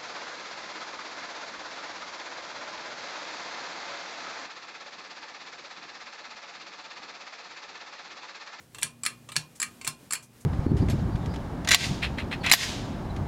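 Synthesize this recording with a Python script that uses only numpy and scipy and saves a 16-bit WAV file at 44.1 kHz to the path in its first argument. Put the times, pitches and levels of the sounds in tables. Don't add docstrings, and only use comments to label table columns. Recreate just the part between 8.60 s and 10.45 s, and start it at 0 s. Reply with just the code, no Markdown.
import sys
import numpy as np
from scipy import signal
from scipy.fft import rfft, irfft, next_fast_len
from scipy.io import wavfile
from scipy.ndimage import uniform_filter1d, map_coordinates

SR = 44100
rng = np.random.default_rng(int(sys.argv[2]) if len(sys.argv) > 2 else 0)


def pcm_store(signal):
    levels = np.round(np.clip(np.atleast_2d(signal), -1, 1) * 32767)
    wavfile.write(sys.argv[1], SR, levels.astype(np.int16).T)


N = 81585
T = np.arange(SR // 2) / SR


def amp(db):
    return 10 ** (np.asarray(db) / 20)


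def fade(t60):
    return amp(-60 * T / t60)


def along(points, hz):
    f, v = np.transpose(points)
    return np.interp(np.log(hz + 1), np.log(f + 1), v)


def wobble(rate):
    points = rng.standard_normal(int(N * rate / SR) + 4)
    return map_coordinates(points, [np.arange(N) * rate / SR])


def add(track, s, sound):
    part = track[round(s * SR):][:len(sound)]
    part += sound[:len(part)]


def coloured(x, colour):
    m = 2 * next_fast_len(len(x))
    cepstrum = irfft(np.log(amp(along(colour, np.fft.rfftfreq(m, 1 / SR)))))
    cepstrum[1:m // 2] *= 2
    cepstrum[m // 2 + 1:] = 0
    return irfft(rfft(x, m) * np.exp(rfft(cepstrum)), m)[:len(x)]


def noise(colour, size):
    x = coloured(rng.standard_normal(size), colour)
    return x / np.sqrt(np.mean(x ** 2) + 1e-20)


def ring(notes, attack_s=0.00015):
    chance = rng.standard_normal((len(notes), 2))
    tones = sum(amp(db + nudge_db) * fade(t60) * np.sin(2 * np.pi * (hz * T + phase))
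                for (hz, db, t60), (nudge_db, phase) in zip(notes, chance))
    return tones * (1 - np.exp(-T / attack_s))


# f/Hz, fade time/s
ROOM_FADE = [(300, 0.65), (1500, 0.17), (5000, 0.17), (9000, 0.15), (15000, 0.11)]
def room(x, echo_db, early_db=-5.5, tail_db=-7.5, rise_s=0.0037):
    hz, t, spectrum = signal.stft(rng.standard_normal(len(T)), SR, nperseg=256)
    decay = amp(-60 * t / along(ROOM_FADE, hz)[:, None])
    tail = signal.istft(spectrum * decay, SR)[1][:len(T)]
    tail *= 1 - np.exp(-T / rise_s)
    early = rng.standard_normal(len(T)) * fade(t60=0.043)
    echoes = amp(early_db) * early / np.linalg.norm(early) + amp(tail_db) * tail / np.linalg.norm(tail)
    return x + amp(echo_db) * signal.fftconvolve(x, echoes)[:len(x)]


def clicks(rows, colour, notes, hold_s, fade_s, scrape_db, ring_db, echo_db):
    out = np.zeros(N)
    lead = int(.004 * SR) + 1
    scrape = amp(scrape_db) * fade(t60=0.0091)[:lead][::-1]
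    chatter = amp(-60 * np.maximum(T - hold_s, 0) / fade_s)
    shape = np.concatenate([scrape, chatter])
    for s, db, middle_db, top_db, *_ in rows:
        crack = coloured(rng.standard_normal(len(shape)) * shape, colour)
        crack *= np.linalg.norm(shape) / np.linalg.norm(crack)
        ringing = amp(ring_db) * np.pad(ring(notes), (lead, 0))
        hit = room(crack + ringing, echo_db)
        tone = [(370, 0), (2940, middle_db), (7650, 0), (12700, top_db)]  # f/Hz, boost/dB
        add(out, s - lead / SR, amp(db) * coloured(hit, tone))
    return out


# start t/s, low note level/dB, octave level/dB
HUM_STEPS = [(0, -72, -72), (.235, -59, -60), (.768, -64, -64), (1.279, -69, -60)]
# f/Hz, level/dB
DRONE_NOTES = [(146, -68.5), (183, -70)]
# f/Hz, level/dB
AIR_COLOUR = [(25, -21.5), (55, -7), (95, -2), (170, -3), (290, -4.5), (450, -8.5), (800, -14.5),
              (1500, -17), (3200, -20.5), (6000, -22.5), (8000, -22), (12000, -24.5), (15500, -29)]
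def running_fan(hum_hz=119.05, settle_s=0.014, air_db=-58.5):
    t = np.arange(N) / SR
    starts, *levels = np.transpose(HUM_STEPS)
    setting = np.searchsorted(starts[1:], t)
    hum = drone = 0
    for harmonic, db in enumerate(levels, 1):
        gain = uniform_filter1d(amp(db[setting]), int(settle_s * SR))
        hum += gain * amp(2.5 * wobble(4.4)) * np.sin(2 * np.pi * harmonic * hum_hz * t)
    for hz, db in DRONE_NOTES:
        drone += amp(db + 3 * wobble(7.8)) * np.sin(2 * np.pi * hz * t + 2.6 * wobble(9))
    air = amp(air_db - 2.5 * wobble(11.85)) * noise(AIR_COLOUR, N)
    return np.sqrt(2) * (hum + drone) + air


# t/s, level/dB, middle boost/dB, top boost/dB
PULL_TICKS = [(.1467, -40.5, 4, -2), (.1845, -40, 4, 1), (.2152, -36.5, -16, -2), (.2243, -32, 5.5, -17),
              (.6893, -39.5, 3.5, -5), (.7191, -38, 2, -1), (.7571, -31.5, -2, -19),
              (1.2131, -37.5, -1, -6), (1.2466, -29, -6, -5.5), (1.2683, -30, 0.5, -12)]
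# f/Hz, level/dB
PULL_COLOUR = [(150, -14), (500, -9), (700, -13), (1100, -2), (1450, -6), (2400, 0), (3200, -5), (4400, -5),
               (5000, -10), (6900, -7), (7700, -1), (10500, -11), (15500, -22)]
# f/Hz, level/dB, fade time/s
PULL_NOTES = [(1070, -22, .08), (1240, -20, .08), (2370, -18, .05), (2705, -18, .13), (4290, -18, .04),
              (7480, -13, .03), (9600, -18, .025)]
def chain_pull():
    return clicks(PULL_TICKS, PULL_COLOUR, PULL_NOTES,
                  hold_s=0.00054, fade_s=0.031, scrape_db=-13.5, ring_db=3.5, echo_db=3)


# t/s, level/dB, middle boost/dB, top boost/dB, housing ring/dB
SNAPS = [(.2302, -18.5, 1, 2.5, -19.5), (0.7645, -18.5, 3.5, -4, -17.5), (1.2757, -20, -1, 1, -21)]
# f/Hz, level/dB
SNAP_COLOUR = [(40, -36), (150, -20), (300, -15), (480, -21), (900, -14), (1700, -6), (3000, -5),
               (4300, -2), (5200, -6), (8000, 0), (10000, -1), (11000, -9), (15500, -19)]
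# f/Hz, level/dB, fade time/s
SNAP_NOTES = [(1064, -16, .075), (1700, -23, .06), (2390, -12, .05), (2705, -18, .09), (3490, -15, .04),
              (4290, -7, .045), (6450, -11, .025), (7700, -11, .03), (9750, -9, .02)]
def ratchet():
    return clicks(SNAPS, SNAP_COLOUR, SNAP_NOTES,
                  hold_s=0.00074, fade_s=0.018, scrape_db=-22, ring_db=-3.5, echo_db=0.5)


# f/Hz, level/dB, fade time/s
HOUSING_NOTES = [(2444, -29, .38), (2704, -26, .24), (2765, -33, .28), (2918, -36, .27), (3235, -33, .3),
                 (3415, -33, .17), (5488, -36, .2)]
def lamp_housing(hits, treble_hz=6740):
    out = np.zeros(N)
    treble = signal.butter(2, treble_hz, "highpass", fs=SR, output="sos")
    for s, db, _, top_db, ring_db in hits:
        spit = signal.sosfilt(treble, noise(SNAP_COLOUR, len(T)) * fade(t60=0.0073))
        add(out, s, amp(db + top_db - 1) * spit + amp(ring_db) * ring(HOUSING_NOTES))
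    return out


# t/s, level/dB
THUMPS = [(0.239, -41.5), (0.769, -34), (1.272, -40)]
# f/Hz, level/dB, fade time/s
BODY_NOTES = [(92, -7, .12), (118, -2, .17), (151, 0, .26), (245, -14, .12)]
def fan_body():
    out = np.zeros(N)
    for s, db in THUMPS:
        add(out, s, amp(db) * ring(BODY_NOTES, attack_s=0.0054))
    return out


# t/s, level/dB, middle boost/dB, top boost/dB
RETURN_TICKS = [(.4345, -30, 1, 4.5), (.4511, -31, 2, -1), (.4588, -37, 4, 3), (.9999, -28.5, -0.5, 0.5),
                (1.0163, -28, 3.5, -10), (1.5074, -31, 4, 1), (1.5229, -26, -1.5, -3), (1.5435, -39, 2, 4),
                (1.5517, -38.5, 19, 8), (1.5555, -48, 12, 5)]
# f/Hz, level/dB
RETURN_COLOUR = [(200, -23), (700, -19.5), (1200, -8), (1900, -9), (2900, -15), (3900, -17.5), (4600, -6.5),
                 (5900, -17.5), (6900, -6), (7700, 3.5), (9000, -13), (9800, -2.5), (11000, -27),
                 (15500, -29)]
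# f/Hz, level/dB, fade time/s
RETURN_NOTES = [(2400, -18, .035), (4360, -10, .04), (5120, -15, .025), (7470, -5, .03), (8040, -13, .03),
                (9560, -10, .022), (11540, -19, .02)]
def chain_return():
    return clicks(RETURN_TICKS, RETURN_COLOUR, RETURN_NOTES,
                  hold_s=0.0033, fade_s=.015, scrape_db=-19, ring_db=2, echo_db=1)


# t/s, level/dB, middle boost/dB, top boost/dB, housing ring/dB
CLACKS = [(0.4626, -20, 2, 1.5, -18), (1.0280, -21.5, 1.5, 0.5, -22.5), (1.5338, -20, -6.5, 4, -19.5)]
# f/Hz, level/dB
CLACK_COLOUR = [(150, -21), (550, -17), (900, -16), (1100, -2.5), (1900, 4.5), (2400, 2), (3100, -4),
                (5000, -2.5), (6300, -4), (8600, -0.5), (10100, 1), (11300, -11), (15500, -21)]
# f/Hz, level/dB, fade time/s
CLACK_NOTES = [(1065, -20, .1), (1240, -15, .1), (1580, -22, .1), (2075, -20, .1), (2326, -12, .07),
               (2705, -18, .09), (4290, -11, .055), (7420, -12, .045), (9900, -12, .025)]
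def spring():
    return clicks(CLACKS, CLACK_COLOUR, CLACK_NOTES,
                  hold_s=0.00052, fade_s=0.025, scrape_db=-41, ring_db=-1.5, echo_db=-0.5)


# t/s, level/dB
JINGLES = [(0.951, -47), (1.623, -47), (1.802, -51)]
# f/Hz, level/dB
JINGLE_COLOUR = [(1000, -10), (4000, -13), (5700, -4.5), (8500, -4), (11000, -8), (16000, -25)]
def slack_chain(rise_s=.009):
    out = np.zeros(N)
    shape = np.minimum(T / rise_s, 1) * fade(t60=.15)
    for s, db in JINGLES:
        add(out, s, amp(db) * noise(JINGLE_COLOUR, len(T)) * shape)
    return out


def scene():
    switch = chain_pull() + ratchet() + chain_return() + spring()
    return (switch + lamp_housing(SNAPS + CLACKS) + fan_body() + slack_chain() + running_fan())[None]


def record(dry):
    top_hz = 15850
    m = next_fast_len(N + SR // 2)
    kept = np.fft.rfftfreq(m, 1 / SR) < top_hz
    return irfft(rfft(dry, m) * kept, m)[:, :N]


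dry = scene()
out = record(dry)
pcm_store(out)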